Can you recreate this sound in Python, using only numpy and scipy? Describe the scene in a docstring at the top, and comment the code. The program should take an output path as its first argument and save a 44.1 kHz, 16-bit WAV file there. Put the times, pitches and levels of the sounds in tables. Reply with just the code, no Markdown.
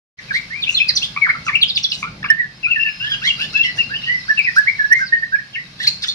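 """A white-rumped shama, a songbird, sings close by in a wire cage in a hard-walled room.
Both sides of its voice box (the syrinx) whistle sliding notes, at times two at once. Flapping
membranes add harsh rasps, and uneven puffs of air add scratchy swells. The room rings after
every note, over faint twittering, far whistles, soft rustles, a low hum and a thin hiss.
The loudest notes overload the recorder."""
import sys
import numpy as np
from scipy import signal
from scipy.fft import rfft, irfft, next_fast_len
from scipy.io import wavfile

SR = 44100
rng = np.random.default_rng(int(sys.argv[2]) if len(sys.argv) > 2 else 0)


def generate_wav(signal):
    """Clip the signal to [-1, 1] and save it as 16-bit WAV at the path in sys.argv[1]."""
    frames = np.transpose(np.atleast_2d(signal))
    scaled = np.clip(frames, -1, 1) * 32767
    pcm = np.round(scaled).astype(np.int16)
    wavfile.write(sys.argv[1], SR, pcm)


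N = 270774

SETTLE_POWER = 2.05   # higher makes a slide reach its pitch sooner
ROUGH_FLUTTER_DB, ROUGH_OVERTONE_DB = 4.0, 8   # a fully rough note's level shake and extra overtone
LEFT_RIGHT = np.array([[.5], [-.5]])   # splits a difference evenly between the two ears


def from_db(db):
    """Turn decibels into a number to multiply a sound by."""
    return 10 ** (np.asarray(db) / 20)


def rms_one(x):
    """Scale a signal so its average power is 1."""
    return x / np.sqrt(np.mean(x ** 2) + 1e-20)


def in_time(rows):
    """Join (seconds, value) points with straight lines, giving a value for every sample."""
    return np.interp(np.arange(N) / SR, *np.transpose(rows))


def at_hz(points, hz, column=1):
    """Look up a table column at any frequency, with octaves evenly spaced."""
    points = np.array(points)
    return np.interp(np.log(np.maximum(hz, 1)), np.log(points[:, 0]), points[:, column])


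def waver(size, rate_hz):
    """A smooth random wiggle, about 1 in size, that moves no faster than about rate_hz."""
    padded = size + SR // 10
    hz = np.fft.rfftfreq(padded, 1 / SR)
    spectrum = rfft(rng.standard_normal(padded)) / (1 + (hz / rate_hz) ** 4)
    return rms_one(irfft(spectrum))[:size]


def fade(size, edge_s):
    """A volume shape that opens and closes softly."""
    s = np.arange(size) / SR
    return np.sin(np.pi / 2 * np.clip(np.minimum(s, s[::-1]) / edge_s, 0, 1)) ** 2


def progress(length_s):
    """Count from 0 to 1 through a note."""
    return np.linspace(0, 1, int(length_s * SR))


def filtered(sound, kind, hz, order=2):
    """Keep the "low" part, the "high" part or one "band" of a sound."""
    return signal.sosfilt(signal.butter(order, hz, kind, fs=SR, output="sos"), sound + 1e-18)


def add(out, start_s, sound):
    """Mix a sound in at a given time."""
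    i = int(start_s * SR)
    out[:, i:i + sound.shape[-1]] += sound[..., :N - i]


def steady_noise(spectrum):
    """Noise with a given tone colour, nearly the same in both ears in the bass."""
    # Each row: frequency in Hz, how alike the two ears are from 0 to 1.
    likeness = [(30, 0.93), (130, 1), (260, 0.97), (500, 0.63), (1000, 0.08), (2000, 0.024), (5000, 0.027),
                (9000, 0.11)]
    size = next_fast_len(N)
    hz = np.fft.rfftfreq(size, 1 / SR)
    mid, side = rfft(rng.standard_normal((2, size))) * from_db(at_hz(spectrum, hz))
    alike = at_hz(likeness, hz)
    ears = np.sqrt(1 + alike) * mid + np.sqrt(1 - alike) * side * [[1], [-1]]
    return rms_one(irfft(ears, size)[:, :N])


def hum(waver_db=1.5):
    """A low hum of noise whose level drifts gently."""
    # The hum's tone colour. Each row: frequency in Hz, relative strength in dB.
    colour = [(15, -47), (25, -20.5), (48, -4.5), (81, -11.5), (117, 0), (134, 1), (184, -2), (361, -18),
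              (900, -18), (1170, -54), (1980, -120)]
    # The hum's loudness. Each row: time in seconds, level in dB.
    levels = [(0.2, -43), (0.5, -43.5), (1.52, -41), (1.9, -45), (1.99, -39), (2.22, -41.5), (2.47, -45),
              (3.69, -41.5), (5.15, -46), (6.14, -44.5)]
    return from_db(in_time(levels) + waver_db * waver(N, rate_hz=3.4)) * steady_noise(colour)


def hiss(delay_s=.0019, echo_db=-9):
    """A thin hiss, coloured by its echo off the wall behind the cage."""
    # The hiss's tone colour. Each row: frequency in Hz, relative strength in dB.
    colour = [(700, -10.5), (1200, 6), (2500, 9), (3500, 5), (4200, 8.5), (5200, 5), (6500, -5),
              (8000, -15), (10500, -13.5), (13000, -26.5), (15000, -71)]
    # The hiss's loudness. Each row: time in seconds, level in dB.
    levels = [(.2, -41), (1, -39.5), (2, -43.5), (2.5, -46.5), (3.1, -39), (3.8, -40.5), (4.6, -39),
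              (5.3, -45.5), (6.1, -42)]
    noise = steady_noise(colour)
    echo = from_db(echo_db) * np.roll(noise, int(delay_s * SR), axis=1)
    return from_db(in_time(levels)) * rms_one(noise + echo)


def rustles(band_hz=(220, 900), waver_db=2):
    """Soft, dull rustles, likely the bird shifting on its perch."""
    # Each row is one rustle: start in seconds, length in seconds, level in dB.
    shuffles = [(0.62, 0.24, -53), (3.68, 0.2, -51)]
    out = np.zeros((2, N))
    for start, length, db in shuffles:
        size = int(length * SR)
        loudness = from_db(db + waver_db * waver(size, rate_hz=18)) * fade(size, length / 2)
        noise = rms_one(filtered(rng.standard_normal(size), "band", band_hz))
        add(out, start, loudness * noise)
    return out


def room(sound, build_s=0.013, shared=0.2, echoes_per_s=500, thicken_s=0.073, ear_spread=.06):
    """Hard walls add a few clear echoes, then scattered ones that thicken into a fading ring."""
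    # The room's ring. Each row: frequency in Hz, seconds to fade by 60 dB, level in dB.
    ring = [(600, 0.46, -0.5), (1400, 0.29, -14), (2360, 0.31, -7), (3150, 0.25, -8), (4300, 0.51, -15.5),
            (6600, 0.29, -3.5), (14100, 0.34, -11)]
    # Echoes off the walls, near to far. Each row: delay in seconds, level in dB.
    walls = [(.0031, -22), (.0074, -9.5), (0.013, -12), (.021, -19), (.033, -23.5), (.052, -26)]
    s = np.arange(int(SR * .7)) / SR
    edges_hz = 500 * 2 ** np.arange(0, 5.1, .5)   # bands half an octave wide
    density = np.minimum(echoes_per_s * (1 + (s / thicken_s) ** 2) / SR, 1)
    response = np.zeros((2, len(s)))
    for low, high in zip(edges_hz, edges_hz[1:]):
        hz = np.sqrt(low * high)
        signs = rng.choice([-1, 1], (3, len(s)))
        arrivals = rng.random((3, len(s))) < density
        both_ears, *each_ear = signs * arrivals / np.sqrt(density)
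        echoes = np.sqrt(shared) * both_ears + np.sqrt(1 - shared) * np.array(each_ear)
        band = filtered(echoes, "band", [low, high])
        decay = from_db(-60 * s / at_hz(ring, hz)) * np.minimum(s / build_s, 1) ** 2
        response += from_db(at_hz(ring, hz, column=2)) * band * decay / np.sqrt(np.sum(decay ** 2))
    for delay, db in walls:
        for ear, side in zip(response, (-1, 1)):   # early on the left, late on the right
            ear[int(delay * SR * (1 + side * ear_spread))] += from_db(db)
    return sound + signal.fftconvolve(sound, response, axes=1)[:, :N]


def microphones(sound):
    """The two microphones sit apart, so each wave reaches them out of step."""
    # Each row: frequency in Hz, how far the left side is ahead in radians.
    left_lead = [(200, 0.15), (1250, 0.97), (1700, 2.5), (1860, 1.67), (1980, 4.18), (2150, 0.14),
                 (2450, 2.36), (2700, 1.34), (3000, 3.2), (3500, 2.32), (4000, 4.72), (4600, 4.26),
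                 (16000, 18.3)]
    size = next_fast_len(N + SR // 2)
    lead = at_hz(left_lead, np.fft.rfftfreq(size, 1 / SR))
    return irfft(rfft(sound, size) * np.exp(1j * lead * LEFT_RIGHT), size)[:, :N]


def twitter(per_s=140, low_hz=3800, high_hz=5500, length_s=.02, glide=.06, spread_db=3.5, pan_db=7):
    """Faint high chirps at random pitches, heard only as a chatter off the walls."""
    # The twittering's loudness. Each row: time in seconds, level in dB.
    levels = [(.2, -51), (1, -45), (2.5, -57), (3.05, -46), (3.5, -36.5), (4.1, -39.5), (4.7, -40),
              (5.4, -52), (6.1, -48)]
    chirps = np.zeros((2, N))
    for start in np.arange(0, N / SR - .05, 1 / per_s):
        late, height, stretch = rng.random(3)
        bend, strength, side = rng.standard_normal(3)
        u = progress(length_s * (.5 + stretch))
        path_hz = (low_hz + (high_hz - low_hz) * height) * (1 + glide * bend * u)
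        chirp = np.sin(2 * np.pi * np.cumsum(path_hz) / SR) * np.sin(np.pi * u)
        ears = from_db(spread_db * strength + pan_db * side * LEFT_RIGHT)
        add(chirps, start + late / per_s, ears * chirp)
    echoes_only = room(chirps) - chirps
    return from_db(in_time(levels)) * rms_one(microphones(echoes_only))


def far_whistles(wobble=.002):
    """Thin, pure notes near one high pitch, likely another bird further off."""
    # Each row is one note: start in seconds, length in seconds, pitch in Hz, level in dB.
    notes = [(.77, .07, 5130, -35), (2.54, .055, 5130, -48), (2.635, .04, 5080, -44),
             (2.8, .055, 5130, -44), (2.87, .18, 5110, -38), (3.08, .09, 5020, -38)]
    out = np.zeros((2, N))
    for start, length, hz, db in notes:
        size = int(length * SR)
        pitch_hz = hz * (1 + wobble * waver(size, rate_hz=25))
        tone = np.sin(2 * np.pi * np.cumsum(pitch_hz) / SR)
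        add(out, start, from_db(db) * tone * fade(size, length / 4))
    return out


def scratches(width=1.153, drift_db=-0.5, crackle_db=3.5, wide_db=-17, sizzle_hz=10600):
    """Chaotic shaking in the throat: crackling puffs ring in one band, with wide noise and sizzle."""
    # Each row is one scratchy swell: start in seconds, length in seconds, centre in Hz,
    # level in dB, sizzle in dB compared with the throat's ring.
    swells = [(0.315, 0.079, 3850, -25.5, -22.5), (0.661, 0.12, 6160, -37, -17),
              (0.876, 0.028, 4680, -33, -9.5), (0.955, 0.037, 5100, -27, -17),
              (0.998, 0.081, 4380, -30, -21.5), (1.278, 0.033, 4300, -49, -8),
              (1.435, 0.063, 5670, -38.5, -21), (1.761, 0.037, 5350, -30.5, -18),
              (1.837, 0.031, 4530, -37, -14.5), (1.897, 0.075, 4260, -25, -29),
              (1.955, 0.092, 5700, -40.5, -12.5), (3.085, 0.039, 4530, -42.5, -10.5),
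              (3.222, 0.1, 3870, -30.5, -27), (3.365, .11, 4300, -33, -16.5),
              (3.515, 0.042, 4500, -36, -33.5), (3.625, 0.055, 4200, -31.5, -30),
              (3.745, 0.055, 5600, -40.5, -12), (4.003, 0.14, 4330, -44, -24),
              (4.546, 0.041, 4740, -30.5, -16.5), (4.944, .1, 5750, -42.5, -15),
              (5.774, 0.12, 3740, -26.5, -25.5), (5.862, .04, 4450, -22.5, -25),
              (6.012, 0.043, 4130, -24.5, -34), (6.053, 0.063, 5410, -31.5, -22)]
    out = np.zeros((2, N))
    for start, length, hz, db, sizzle_db in swells:
        size = int(length * SR)
        air = rng.standard_normal(size)
        air *= from_db(drift_db * waver(size, rate_hz=17) + crackle_db * waver(size, rate_hz=330))
        throat = rms_one(filtered(air, "band", [hz / width, hz * width]))
        wide = rms_one(filtered(air, "band", [900, 6500]))
        sizzle = rms_one(filtered(air, "band", [sizzle_hz / width, sizzle_hz * width]))
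        noise = throat + from_db(wide_db) * wide + from_db(sizzle_db) * sizzle
        add(out, start, from_db(db) * noise * fade(size, length / 2))
    return filtered(out, "low", 12000, order=8)


def rasps(jitter=0.068, third_db=-19, edge_s=0.006):
    """The voice box's membranes flap unevenly, smearing pitch and overtones into a harsh band."""
    # Each row is one rasp: start in seconds, length in seconds, pitch in Hz, level in dB,
    # octave overtone in dB compared with the main tone.
    notes = [(0.186, 0.015, 1919, -19, -13), (1.161, 0.02, 1173, -20.5, 3.5),
             (1.283, 0.032, 1516, -20.5, -21), (1.477, 0.011, 1355, -17, 0), (2.024, 0.027, 1115, -26.5, 5),
             (2.226, 0.0096, 1830, -19.5, -15), (2.239, 0.016, 1233, -22, 3.5),
             (2.242, 0.027, 1655, -22.5, -17.5), (4.016, 0.012, 2010, -34.5, 4)]
    out = np.zeros((2, N))
    for start, length, hz, db, octave_db in notes:
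        size = int(length * SR)
        phase = 2 * np.pi * np.cumsum(hz * (1 + jitter * waver(size, rate_hz=340))) / SR
        overtones = from_db(octave_db) * np.sin(2 * phase) + from_db(third_db) * np.sin(3 * phase)
        flutter = rms_one(from_db(ROUGH_FLUTTER_DB * waver(size, rate_hz=220)))
        add(out, start, from_db(db) * (np.sin(phase) + overtones) * fade(size, edge_s) * flutter)
    return filtered(out, "high", 900, order=4)


def swell(u, peak, rise_db=22.5, fall_db=16):
    """The push of air grows, then sinks as u goes from 0 to 1; given in dB, with 0 at the peak."""
    peak = np.clip(peak, .05, .95)
    rising = rise_db * (1 - u / peak) ** 2
    falling = fall_db * ((u - peak) / (1 - peak)) ** 2
    return -np.where(u < peak, rising, falling)


def slide(first_hz, last_hz, u, sag=0.024):
    """A pitch that moves fast, levels off, then droops as the air runs out."""
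    return (last_hz + (first_hz - last_hz) * (1 - u) ** SETTLE_POWER) * (1 - sag * u ** 6)


def syrinx(path_hz, effort_db, overtones, rough, jitter=0.0087, shimmer_db=2.5, top_hz=6000):
    """The voice box sings a tone; slapping membranes add overtones, given as (pitch multiple, dB)."""
    # Each microphone favours different pitches. Each row: pitch in Hz, left minus right in dB.
    balance = [(1200, -1.5), (1650, -3.5), (1850, -3), (2050, -4.5), (2250, 10), (2520, 3.5), (2720, 6),
               (3000, -4), (3500, 0), (4400, -3.5), (5500, -3)]
    size = len(path_hz)
    rough = np.clip(rough, 0, 1)
    # Roughness and hard slaps shake the pitch, and no note holds quite still.
    flutter = (jitter + .026 * rough) * waver(size, rate_hz=260)
    slaps = .012 * min(from_db(overtones[0][1]), 1) * waver(size, rate_hz=570)
    wobble = .009 * waver(size, rate_hz=55)
    pitch_hz = path_hz * (1 + flutter + slaps + wobble)
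    phase = 2 * np.pi * np.cumsum(pitch_hz) / SR
    buzz = sum(from_db(db) * np.sin(k * phase) / np.hypot(1, (k * pitch_hz / top_hz) ** 4)
               for k, db in overtones)   # overtones fade above top_hz
    shake_db = shimmer_db * waver(size, rate_hz=42)
    shake_db += rough * ROUGH_FLUTTER_DB * waver(size, rate_hz=200)
    gate = fade(size, edge_s=0.0011 + 0.027 * size / SR)
    loudness = from_db(effort_db) * rms_one(from_db(shake_db)) * gate
    crackle = rms_one(1 + .45 * waver(size, rate_hz=63))   # overtones come and go with the slaps
    ears = from_db(at_hz(balance, path_hz) * LEFT_RIGHT)
    ears /= np.sqrt(np.mean(ears ** 2, axis=0))
    full_effort = from_db(4.5 - 4.5 * np.log2(pitch_hz / 1800))   # the bird is less loud high up
    return np.minimum(ears * loudness, full_effort) * (np.sin(phase) + buzz * crackle)


def two_voices(one, other, coupling_db=-2.0):
    """When both sides of the voice box sound, each shakes the other and makes extra tones."""
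    extra_tones = filtered(one * other, "high", 1300, order=4)
    return one + other + from_db(coupling_db) * extra_tones


def beak(song, cut_hz=8500, leak_db=-17):
    """The throat and beak let little through above the song's range."""
    return filtered(song, "low", cut_hz, order=4) + from_db(leak_db) * song


def nasal_calls(level_db=-3.5, third_db=-7, fourth_db=-12, between_db=-9):
    """Low slides rich in overtones; slaps that are strong and weak in turn add faint tones between."""
    # Each row is one call: start and length in seconds, first and last pitch in Hz, relative level
    # in dB, place of the peak from 0 to 1, octave overtone in dB compared with the main tone.
    notes = [(0.893, 0.027, 2230, 1670, -18.5, 0, -7.5), (1.465, 0.047, 1431, 1069, -16, 0.04, -8),
             (2.027, 0.064, 1022, 1445, -19.5, 0.2, -12.5), (2.667, 0.062, 1303, 1526, -27.5, 0, -10),
             (2.997, 0.12, 1463, 1795, -18.5, 0.53, -13), (3.111, 0.06, 1602, 1672, -16, 0.1, -6.5),
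             (3.212, 0.096, 1170, 2333, -13, 0.6, -6), (3.374, 0.086, 1151, 1809, -21.5, 0.62, 1),
             (3.524, 0.057, 1153, 1725, -20.5, 0.98, -4), (3.769, 0.035, 1468, 1983, -18.5, 0.2, -9),
             (3.887, 0.067, 1273, 1812, -16.5, 0.9, -24.5), (5.799, 0.043, 1698, 2062, -17.5, 0.1, -9.5),
             (5.832, 0.021, 2158, 1653, -18, 0.7, -3.5), (5.864, 0.027, 1718, 2870, -17, 0.29, 2),
             (6.027, 0.027, 2599, 1360, -22.5, 0.4, 6), (6.051, 0.024, 1470, 1977, -27, 0.7, 1.5)]
    stack = [(2, 0), (3, third_db), (4, fourth_db), (1.5, between_db), (2.5, between_db)]
    out = np.zeros((2, N))
    for start, length, first_hz, last_hz, db, peak, octave_db in notes:
        u = progress(length)
        overtones = [(k, octave_db + offset_db) for k, offset_db in stack]
        path_hz = slide(first_hz, last_hz, u)
        add(out, start, syrinx(path_hz, db + level_db + swell(u, peak), overtones, rough=.3))
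    return out


def sweeps(level_db=-0.5, octave_db=-26, plunge_power=1.8, kink=.035):
    """Sharp, slightly broken chirps whose pitch drops faster and faster."""
    # Each row is one chirp: start and length in seconds, first and last pitch in Hz,
    # relative level in dB, place of the peak from 0 to 1.
    notes = [(0.612, 0.034, 4310, 2500, -14, 0.79), (0.759, 0.04, 3700, 2526, -10, 0.43),
             (0.882, 0.022, 5040, 3380, -5, 0.5), (0.953, 0.026, 6156, 3135, -4, 0.94),
             (1.238, 0.041, 2226, 994, -10, 0.06), (1.472, 0.032, 2630, 1382, -12, .9),
             (1.612, 0.025, 4256, 2560, -1.5, 1), (1.678, 0.033, 4910, 3160, -12, 0.94),
             (1.749, 0.031, 5280, 2516, -7.5, 0.95), (1.829, 0.021, 5795, 3237, -9, 0.97),
             (1.896, 0.013, 5900, 5600, -23, .5), (1.909, 0.015, 5680, 3490, -14.5, 0.9),
             (4.989, 0.11, 5480, 3980, -31.5, 1), (5.529, 0.04, 3120, 2127, -20, 0.93),
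             (5.84, 0.02, 4486, 3180, -16, 0.6), (6.022, .03, 5160, 3000, -17, 0.7)]
    out = np.zeros((2, N))
    for start, length, first_hz, last_hz, db, peak in notes:
        u = progress(length)
        path_hz = first_hz + (last_hz - first_hz) * u ** plunge_power
        path_hz *= 1 + kink * waver(len(u), rate_hz=110)
        add(out, start, syrinx(path_hz, db + level_db + swell(u, peak), [(2, octave_db)], rough=.42))
    return out


def hooks(overtone_db=-36):
    """Hooked notes slide to one pitch, turn sharply and slide to another."""
    # Each row is one note: start and length in seconds, first, turning and last pitch in Hz, place
    # of the turn from 0 to 1, level in dB, place of the peak from 0 to 1, roughness from 0 to 1.
    notes = [(2.628, 0.069, 2810, 2493, 2650, 0.6, -14, 0.2, 0.4),
             (2.696, 0.077, 2892, 2568, 2776, .68, -12, 0.3, 0.2),
             (2.842, 0.068, 2907, 2680, 2770, 0.4, -16, 0.6, 0.8),
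             (3.268, 0.029, 3218, 3243, 2933, 0.6, -6, 0.5, 0.3),
             (3.78, 0.04, 2630, 2828, 2656, 0.4, -6, 0.54, 0.3),
             (4.058, 0.15, 1885, 2010, 1980, .72, -13, .35, 0),
             (4.281, 0.05, 1437, 1733, 1744, 0.4, -8, 0.57, .05),
             (4.369, .05, 2190, 2726, 2306, 0.2, -7.5, 0.53, .5),
             (4.561, 0.041, 1301, 1728, 1640, .78, -1.5, 0.64, 0.2),
             (4.662, 0.046, 1534, 2246, 2054, 0.7, -6, .5, 0.21),
             (4.903, 0.039, 1706, 1781, 2022, 0.4, -2, 0.55, .15),
             (4.99, 0.054, 1375, 1600, 1522, .6, -13, .55, 0),
             (5.122, 0.049, 1750, 1864, 1831, 0.44, -3.5, 0.3, 0.04),
             (5.318, 0.047, 1490, 1674, 1616, 0.8, -9.5, 0.5, 0)]
    out = np.zeros((2, N))
    for start, length, first_hz, turn_hz, last_hz, turn, db, peak, rough in notes:
        u = progress(length)
        first_slide = (first_hz - turn_hz) * np.maximum(1 - u / turn, 0) ** SETTLE_POWER
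        second_slide = (turn_hz - last_hz) * np.minimum((1 - u) / (1 - turn), 1) ** SETTLE_POWER
        path_hz = last_hz + first_slide + second_slide
        overtones = [(1.6, overtone_db + ROUGH_OVERTONE_DB * rough)]
        add(out, start, syrinx(path_hz, db + swell(u, peak), overtones, rough))
    return out


def whistles(level_db=-1.0, octave_db=-36):
    """Notes that slide quickly and settle on a pitch, from pure to hoarse."""
    # Each row is one note: start and length in seconds, first and last pitch in Hz, relative level
    # in dB, place of the peak from 0 to 1, roughness (0 is pure, 1 or more is hoarse).
    notes = [(0.282, 0.029, 2600, 2280, -24, 1, 0), (0.306, 0.019, 1666, 1570, -12, .2, 0.4),
             (0.339, 0.056, 1775, 2312, -11.5, 0.1, 0.4), (0.5, 0.12, 1690, 2496, -20.5, 0.2, 0),
             (0.662, 0.022, 2323, 2587, -12, 0.9, 0.5), (0.691, 0.0081, 2955, 2730, -4, 0.6, 0),
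             (0.742, 0.019, 4140, 4120, -8, 0.7, 0.04), (0.801, 0.038, 2413, 2657, -6.5, 0, 0),
             (1.018, 0.042, 2450, 3650, -12, 0, 1.3), (1.21, 0.042, 2265, 2220, -6, 0.4, 0.1),
             (1.279, .036, 919, 2254, -8, 0.58, 0.4), (1.34, 0.027, 1204, 1414, -20, 0.6, 0.8),
             (1.514, 0.051, 1846, 2394, -12, 0.8, 0.2), (1.553, 0.014, 2910, 2578, -2.5, 0.17, 0),
             (1.846, 0.019, 3560, 3420, -8.5, 0, 0.2), (1.919, .02, 3120, 2526, -15, 0, 0.7),
             (2.283, 0.027, 2670, 3034, -21.5, 0.3, 0.5), (2.3, 0.033, 1745, 1834, -2, 0.1, 0.07),
             (2.381, 0.075, 2019, 1770, -12.5, 0.21, 0.3), (2.751, 0.06, 1927, 1693, -15, 0.2, 0.1),
             (2.78, 0.068, 2780, 2753, -11.5, 0.55, 0.5), (2.833, 0.081, 1848, 1742, -18, 0.3, 0),
             (2.994, 0.067, 2644, 2920, -17, 0.3, 0.6), (3.047, 0.066, 2950, 3315, -20.5, 0.4, 1.1),
             (3.101, 0.034, 3457, 3342, -11.5, 0.8, 0.7), (3.126, 0.025, 3190, 2876, -15.5, 0.6, 0.7),
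             (3.216, 0.015, 2650, 2850, -18.5, 0.9, 0.8), (3.3, 0.02, 2860, 2836, -8, 0.3, 0.2),
             (3.391, 0.062, 2438, 3010, -13.5, 0.5, 1.3), (3.537, 0.044, 2720, 2658, -7.5, 0.7, .1),
             (3.585, 0.055, 2600, 2750, -9, 0.3, 0), (3.631, 0.04, 3140, 2880, -12, 0, 1.1),
             (3.639, 0.086, 2090, 1960, -13, 0.2, 0.4), (3.93, 0.055, 2610, 2943, -17, 0.5, 0.8),
             (4.019, .115, 2790, 3010, -19.5, 0.3, 1.2), (4.442, 0.022, 2640, 2453, -11.5, 0.5, 0.6),
             (4.462, 0.038, 2254, 1825, -9, 0.6, 0.25), (4.785, 0.041, 1825, 1674, -7.5, 0.6, 0.05),
             (4.839, 0.02, 1630, 1689, -6.5, 0.5, 0), (4.943, 0.07, 2084, 2105, -11.5, 0.2, 0),
             (5.22, 0.032, 1696, 1885, -12.5, 0.45, 0.3), (5.351, 0.012, 2700, 2354, -22, 0.8, 0.6),
             (5.384, 0.017, 1660, 1832, -17.5, 0.4, 0), (5.547, 0.082, 1673, 2053, -20.5, 0.3, 0.2),
             (5.871, 0.014, 4700, 4205, -0.5, 0.5, 0.5), (6.08, 0.048, 4340, 4340, -15.5, 0.4, .6),
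             (6.081, 0.024, 3650, 3595, -11.5, 0.2, 0.6)]
    out = np.zeros((2, N))
    for start, length, first_hz, last_hz, db, peak, rough in notes:
        u = progress(length)
        path_hz = slide(first_hz, last_hz, u)
        overtones = [(2, octave_db + ROUGH_OVERTONE_DB * rough)]
        add(out, start, syrinx(path_hz, db + level_db + swell(u, peak), overtones, rough))
    return out


def scene():
    """The bird in its room, over far whistles, twittering, hum, hiss and rustles."""
    scratchy = scratches()
    song = two_voices(whistles() + hooks(), nasal_calls()) + sweeps() + rasps()
    bird = microphones(room(beak(song) + scratchy))
    return bird + far_whistles() + twitter() + hum() + hiss() + rustles()


def record(dry, start_s=0.17, fade_in_s=0.054, clip_level=.95, stop_hz=16800):
    """The recorder opens after a moment, flattens the loudest peaks and cuts the highest treble."""
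    opened = np.clip((np.arange(N) / SR - start_s) / fade_in_s, 0, 1)
    clipped = opened * np.clip(dry, -clip_level, clip_level)
    treble_cut = signal.cheby2(12, 50, stop_hz, fs=SR, output="sos")
    return signal.sosfiltfilt(treble_cut, clipped)


dry = scene()
out = record(dry)
generate_wav(out)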